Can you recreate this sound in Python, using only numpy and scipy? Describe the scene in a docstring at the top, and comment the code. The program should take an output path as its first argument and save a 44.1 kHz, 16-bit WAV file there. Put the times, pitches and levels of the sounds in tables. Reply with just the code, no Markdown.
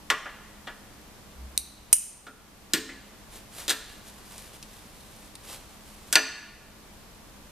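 """Spring clips snap shut and knock on the metal tubes of a folded wheelchair as hands fasten a strap.
Each impact excites the damped modes of gate, hook or frame; the nearest snaps overload the microphone.
Strap and sleeves slide with a friction hiss, and the chair rocks once on its tyres with a soft thud.
Ventilation murmurs behind them, and the hard walls of the workshop reverberate."""
import sys
import numpy as np
from scipy import signal
from scipy.fft import rfft, irfft, next_fast_len
from scipy.io import wavfile
from scipy.ndimage import uniform_filter1d

SR = 44100
rng = np.random.default_rng(int(sys.argv[2]) if len(sys.argv) > 2 else 0)


def dump_mix(stems):
    """Bounce the given channels to the path in sys.argv[1] as a 16-bit WAV at rate SR."""
    frames = np.atleast_2d(stems).T  # one column per channel
    limited = np.clip(frames, -1, 1)  # hard clip at full scale
    pcm = np.round(limited * 32767).astype(np.int16)
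    wavfile.write(sys.argv[1], SR, pcm)


N = 331177
TIME = np.arange(N) / SR
RING_TIME = TIME[:SR]   # one second

# spectrum of the ventilation air: (frequency [Hz], gain [dB])
AIR_SPECTRUM = [(12, -42), (20, 1.5), (60, 0), (85, -5), (125, -5), (170, -7), (206, -2.5), (263, -10),
                (302, -6.5), (337, -11), (980, -13.5), (1090, -14.5), (1190, -16), (2000, -19),
                (14000, -28)]
# fan tones: (frequency [Hz], level [dB])
FAN_TONES = [(209.9, -63.5), (301.5, -74.5), (635.2, -76), (1163, -72.5)]
# stereo width of the air and of scattered sound: (frequency [Hz], side over mid [dB])
AIR_SIDE = [(60, -10), (180, -8.5), (540, -5), (1640, -3.5), (4950, -1), (14900, 1.5)]
SCATTER_SIDE = [(200, -20), (1300, -22), (2400, -18.5), (4400, -8), (8000, -6), (14000, 1.5)]
# decay of the room and of the frame's dense modes: (frequency [Hz], t60 [s])
ROOM_DECAY = [(200, .6), (1500, 1), (4000, 0.77), (8000, 0.57), (14000, 0.37)]
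FRAME_DECAY = [(250, 0.14), (1500, 0.18), (4000, 0.092), (8000, 0.08), (14000, 0.11)]
# pulls of the strap through the hand: (peak time [s], half-width [s], level [dB])
STRAP_STROKES = [(3.356, 0.041, -44.5), (3.597, 0.06, -40.5), (4.082, 0.028, -47.5), (4.368, 0.099, -48),
                 (4.55, 0.024, -50.5), (5.518, 0.051, -40), (5.9, 0.065, -53.5)]
# spectra of cloth friction, metal contact, a whole knock and a snap: (frequency [Hz], gain [dB])
FRICTION_SPECTRUM = [(150, -22), (400, 0.5), (800, 0.5), (1500, -3), (3500, 0), (6000, -3.5), (9000, -1),
                     (14000, -6.5)]
CONTACT_SPECTRUM = [(300, -24), (1500, -2.5), (3500, 1.5), (9000, 2)]
KNOCK_SPECTRUM = [(60, -49), (170, -11.5), (270, -6), (550, -4), (900, -4.5), (1700, -2), (3000, 0.5),
                  (5200, -2.5), (6800, -3.5), (8200, -3), (10500, -13.5), (14000, -11.5)]
SNAP_SPECTRUM = [(100, -34), (1300, -34.5), (2400, -12), (3700, -13.5), (5000, -9), (6300, -6.5),
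                 (7700, -7.5), (8900, 1.5), (9900, -4.5), (10700, -7), (14000, -13.5)]
# modes of the frame tubes, the steel hook and its gate: (frequency [Hz], relative level [dB], t60 [s])
TUBE_RESONANCES = [(272.2, -27, 0.39), (321, -24, 0.088), (436, -25.5, 0.41), (660, -34.5, 0.19),
                   (1161, -32, 0.36), (1351, -24.5, 0.068), (1438, -17, 0.08), (1560, -30.5, 0.18),
                   (1700, -16, 0.15), (1810, -17.5, 0.15), (1937, -19.5, 0.18), (2420, -27, 0.18),
                   (2830, -23, 0.17), (3430, -22, 0.081), (3570, -26, 0.073), (4296, -26.5, 0.1),
                   (4690, -26.5, 0.16)]
HOOK_RESONANCES = [(5960, -20.5, 0.13), (6000, -27.5, 0.72), (6060, -18.5, 0.088), (6230, -19, 0.095)]
GATE_RESONANCES = [(2940, -13, .2), (6158, -21, .35), (8820, -7.5, 0.027), (9180, -8.5, .14),
                   (9420, -11, 0.24), (9870, -12, .05)]
# knocks of a clip on the frame: (time [s], strength [dB], bass [dB], low mids [dB],
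# hardness as treble tilt [dB/octave], favoured frequency [Hz], its boost [dB], hook ring [dB])
CLIP_KNOCKS = [(0.1013, 18, -4.5, 0.5, -5, 1090, 6.5, -8), (0.104, 14.5, 1.5, -2, -4, 1143, 14.5, -11),
               (0.257, 3.5, -3, 2, -16, 1160, 4.5, -20), (0.6712, 1.5, -0.5, 3.5, -8.5, 3080, 5, -22),
               (2.266, -7.5, 14.5, 8, -3, 1380, 18, -17), (2.7353, 13.5, 14, -3.5, 2.7, 1640, 6.5, -24),
               (2.771, -0.5, 20.5, -4, 0.5, 4500, 7, -22), (2.890, -4.5, 13, -7, -7, 2100, 11, -20),
               (3.680, 2.5, 7, 3, 2.5, 3840, 7, -25), (3.6945, 6.5, -11, -4, 2.5, 3860, 10.5, -17),
               (3.702, 6.5, 6.5, 3, 4, 1600, 9, -10), (6.1269, 8.5, 0, 1, 4.5, 1600, 8, -11),
               (6.1551, 26, -1, 5, -2.3, 4400, 6, 7), (6.160, 18.5, -8.5, 4, -4, 2550, 11, 12)]
# snaps of a gate: (time [s], strength [dB], body [dB], mids [dB], catch clack [dB], crack t60 [s])
GATE_SNAPS = [(1.5769, 21, -11, -10.5, 17.5, 0.0051), (1.9282, 31, 8, -7, 0, 0.0096),
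              (1.9313, 24.5, -1, -4.5, -1.5, 0.013), (4.380, -10, 0, 5, 2, .02),
              (4.627, -9.5, 10, 11, 1, 0.036), (5.354, -11.5, 4, 5.5, 15.5, 0.023)]


def from_db(db):
    """Amplitude ratio of a level in decibels."""
    return 10 ** (np.asarray(db) / 20)


def unit_energy(x):
    """Normalisation of each channel to an energy of one."""
    return x / np.sqrt(np.sum(x ** 2, axis=-1, keepdims=True) + 1e-20)


def at_hz(points, hz):
    """Interpolation of a table on a log-frequency axis."""
    knots, values = np.transpose(points)
    return np.interp(np.log(np.maximum(hz, 1)), np.log(knots), values)


def bins(size):
    """Frequencies of a real Fourier transform."""
    return np.fft.rfftfreq(size, 1 / SR)


def coloured(x, *curves):
    """Minimum-phase (causal) filtering by the sum of the dB curves."""
    size = 2 * next_fast_len(x.shape[-1] // 2 + 1)
    gain = from_db(sum(at_hz(curve, bins(size)) for curve in curves))
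    cepstrum = irfft(np.log(gain))
    cepstrum[1:size // 2] *= 2
    cepstrum[size // 2 + 1:] = 0
    return irfft(rfft(x, size) * np.exp(rfft(cepstrum)))[..., :x.shape[-1]]


def resonance(hz, db):
    """Selective excitation: the gain curve of a band favoured by the point of contact."""
    return [(hz / 1.25, 0), (hz, db), (hz * 1.25, 0)]


def fade(t60):
    """Exponential damping by 60 dB in t60 seconds."""
    return np.exp(-np.log(1000) * RING_TIME / max(t60, 1e-4))


def drift(rate_hz):
    """Random fluctuation: straight lines between Gaussian values of unit spread."""
    knots = rng.standard_normal(N)
    return np.interp(TIME * rate_hz, np.arange(N), knots)


def noise_burst(t60):
    """Damped white noise, the model for metal chatter and for scattering."""
    return unit_energy(rng.standard_normal(SR) * fade(t60))


def dense_ring(decays):
    """Modal overlap: countless close modes merge into noise, each band dying at its own rate."""
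    spectrum = rfft(rng.standard_normal(SR))
    centres = np.geomspace(200, 14000, num=8)
    shares = [at_hz(np.c_[centres, one], bins(SR)) for one in np.eye(len(centres))]
    bands = [irfft(spectrum * share, SR) for share in shares]
    return unit_energy(sum(band * fade(at_hz(decays, hz)) for band, hz in zip(bands, centres)))


def modal_ring(modes, split=.008, partials=8):
    """Mode splitting: joined parts turn each mode into close partials of random strength that beat."""
    ring = 0
    for hz, db, t60 in modes:
        cluster = np.zeros(SR // 2 + 1, complex)   # one bin per hertz
        detune, strength = rng.standard_normal((2, partials))
        partial_hz = np.clip(hz * (1 + split * detune), 1, SR // 2).astype(int)
        cluster[partial_hz] = 1j * strength
        ring = ring + from_db(db) * unit_energy(irfft(cluster, SR) * fade(t60))
    return ring


def add(track, start_s, sound):
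    """Superposition of a sound on a track at a given time."""
    start = round(start_s * SR)
    track[..., start:start + sound.shape[-1]] += sound[..., :N - start]


def widen(mid, side, width):
    """Diffuse-field coherence: two close microphone ports agree in the bass and differ in the treble."""
    side = coloured(side, width)
    return np.array([mid + side, mid - side])


def ventilation(air_db=-50.5, waver_rad=0.7, waver_hz=7):
    """Broadband air noise lies under fan tones that waver by random phase modulation."""
    mid, side = unit_energy(coloured(rng.standard_normal((2, N)), AIR_SPECTRUM)) * np.sqrt(N)
    hum = sum(from_db(db) * np.sqrt(2) * np.sin(2 * np.pi * hz * TIME + waver_rad * drift(waver_hz))
              for hz, db in FAN_TONES)
    return from_db(air_db) * widen(mid, side, AIR_SIDE) + hum


def workshop(x, build_s=0.0031):
    """Reverberation: wall reflections build into a diffuse field that decays exponentially."""
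    build = 1 - np.exp(-RING_TIME / build_s)
    mid, side = (unit_energy(build * dense_ring(ROOM_DECAY)) for _ in range(2))
    return signal.fftconvolve(x[None], widen(mid, side, SCATTER_SIDE), axes=-1)[:, :N]


def microphone_ports(x, lag_s=15e-6, scatter_db=-8, scatter_t60=.004):
    """Path difference delays the left port; the housing scatters treble differently to each side."""
    size = next_fast_len(N)
    delay = np.exp(-2j * np.pi * bins(size) * lag_s)
    left = irfft(rfft(x, size) * delay, size)[:N]
    scattered = from_db(scatter_db) * signal.fftconvolve(x, noise_burst(scatter_t60))[:N]
    return np.array([left, x]) + widen(0, scattered, SCATTER_SIDE)


def chair_thud(peak_s=1.452, hz=65, peak_db=-36.5, attack_s=.08, release_s=0.024, ring_db=-7.5, t60=1.8):
    """Forced, then free vibration: the chair's lowest mode swells under a push and rings on its tyres."""
    age = TIME - peak_s
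    push = np.exp(-(age / np.where(age < 0, attack_s, release_s)) ** 2)
    ring = (age > 0) * from_db(ring_db) * np.exp(-np.log(1000) * np.abs(age) / t60)
    phase = 2 * np.pi * hz * age + .4 * drift(rate_hz=25)
    return from_db(peak_db) * np.maximum(push, ring) * np.sin(phase)


def cloth_friction(grain_db=2.5, sleeves_s=(3.6, 6.15), sleeves_db=-58, swing_db=4):
    """Stick-slip friction: woven fibres catch under each strap stroke, and sleeves brush at random."""
    strokes = sum(from_db(db) * np.exp(-((TIME - peak_s) / half_s) ** 2)
                  for peak_s, half_s, db in STRAP_STROKES)
    working = uniform_filter1d(1.0 * ((TIME > sleeves_s[0]) & (TIME < sleeves_s[1])), SR // 10)
    sleeves = working * from_db(sleeves_db - swing_db * drift(rate_hz=11))
    grains = rng.standard_normal(N) * from_db(grain_db * drift(rate_hz=260))
    friction = unit_energy(coloured(grains, FRICTION_SPECTRUM)) * np.sqrt(N)
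    return np.hypot(strokes, sleeves) * friction


def clip_knocks(spread_s=0.0027, knee_hz=1850, tilt_octaves=2.37, room_db=-12.5):
    """Impact excitation: hook cracks on tube, then both ring in their modes. Rows: direct, room feed."""
    out = np.zeros((2, N))
    spreading = 1 - np.exp(-RING_TIME / spread_s)   # the blow takes a moment to travel through the tubes
    for start_s, db, bass_db, low_mid_db, hardness, favoured_hz, favoured_db, hook_db in CLIP_KNOCKS:
        crack_gain = from_db(-7.5 + 0.58 * db)   # stronger blows crack more
        crack = crack_gain * coloured(noise_burst(t60=.017), CONTACT_SPECTRUM)
        blow = unit_energy(crack + unit_energy(spreading * dense_ring(FRAME_DECAY)))
        tubes = spreading * modal_ring(TUBE_RESONANCES)
        hook = from_db(hook_db) * modal_ring(HOOK_RESONANCES)
        body = [(305, bass_db), (700, low_mid_db), (knee_hz, 0)]
        tilt = [(knee_hz, 0), (knee_hz * 2 ** tilt_octaves, hardness * tilt_octaves)]   # hard is bright
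        favoured = resonance(favoured_hz, favoured_db)
        knock = coloured(blow + tubes + hook, KNOCK_SPECTRUM, body, tilt, favoured)
        add(out, start_s, knock * from_db([[db], [db + room_db]]))
    return out


def gate_snaps(full_snap_db=30.5, ping_db=-10.5, scatter_db=-15, catch_hz=3890, room_db=-13.5):
    """Release of spring energy: a clip's gate strikes its catch and pings. Rows: direct, room feed."""
    out = np.zeros((2, N))
    for start_s, db, body_db, mids_db, catch_db, crack_t60 in GATE_SNAPS:
        ping = from_db(ping_db + db - full_snap_db) * modal_ring(GATE_RESONANCES)   # light snaps only tick
        crack = noise_burst(crack_t60)
        scattered = from_db(scatter_db) * noise_burst(t60=.11)   # from nearby parts
        grip = [(900, body_db), (2000, mids_db), (4000, mids_db), (8500, 0.0077)]
        snap = coloured(crack + ping + scattered, SNAP_SPECTRUM, grip, resonance(catch_hz, catch_db))
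        add(out, start_s, snap * from_db([[db], [db + room_db]]))
    return out


def scene(cloth_room_db=-9):
    """Superposition of the ventilation, the reverberant field and the direct handling sounds."""
    clips, room_feed = clip_knocks() + gate_snaps()
    cloth = cloth_friction()
    direct = microphone_ports(clips + cloth + chair_thud())
    reverberation = workshop(room_feed + from_db(cloth_room_db) * cloth)
    return ventilation() + reverberation + direct


def record(dry, threshold_db=-14, squeeze=0.26, release_db_per_s=8.0, attack_s=0.021, ceiling=0.78):
    """Compression and saturation: loud hits lower the gain briefly, peaks round off, the top is cut."""
    level_db = 20 * np.log10(np.abs(dry).max(axis=0) + 1e-9)
    wanted_cut_db = squeeze * np.maximum(level_db - threshold_db, 0)
    recovery_db = release_db_per_s * TIME
    held_cut_db = np.maximum.accumulate(wanted_cut_db + recovery_db) - recovery_db
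    pole = np.exp(-1 / (attack_s * SR))
    cut_db = signal.lfilter([1 - pole], [1, -pole], held_cut_db)
    rounded = ceiling * np.tanh(dry * from_db(-cut_db) / ceiling)
    low_pass = signal.ellip(10, .2, 70, 14250, fs=SR, output="sos")
    return signal.sosfilt(low_pass, rounded)


dry = scene()
out = record(dry)
dump_mix(out)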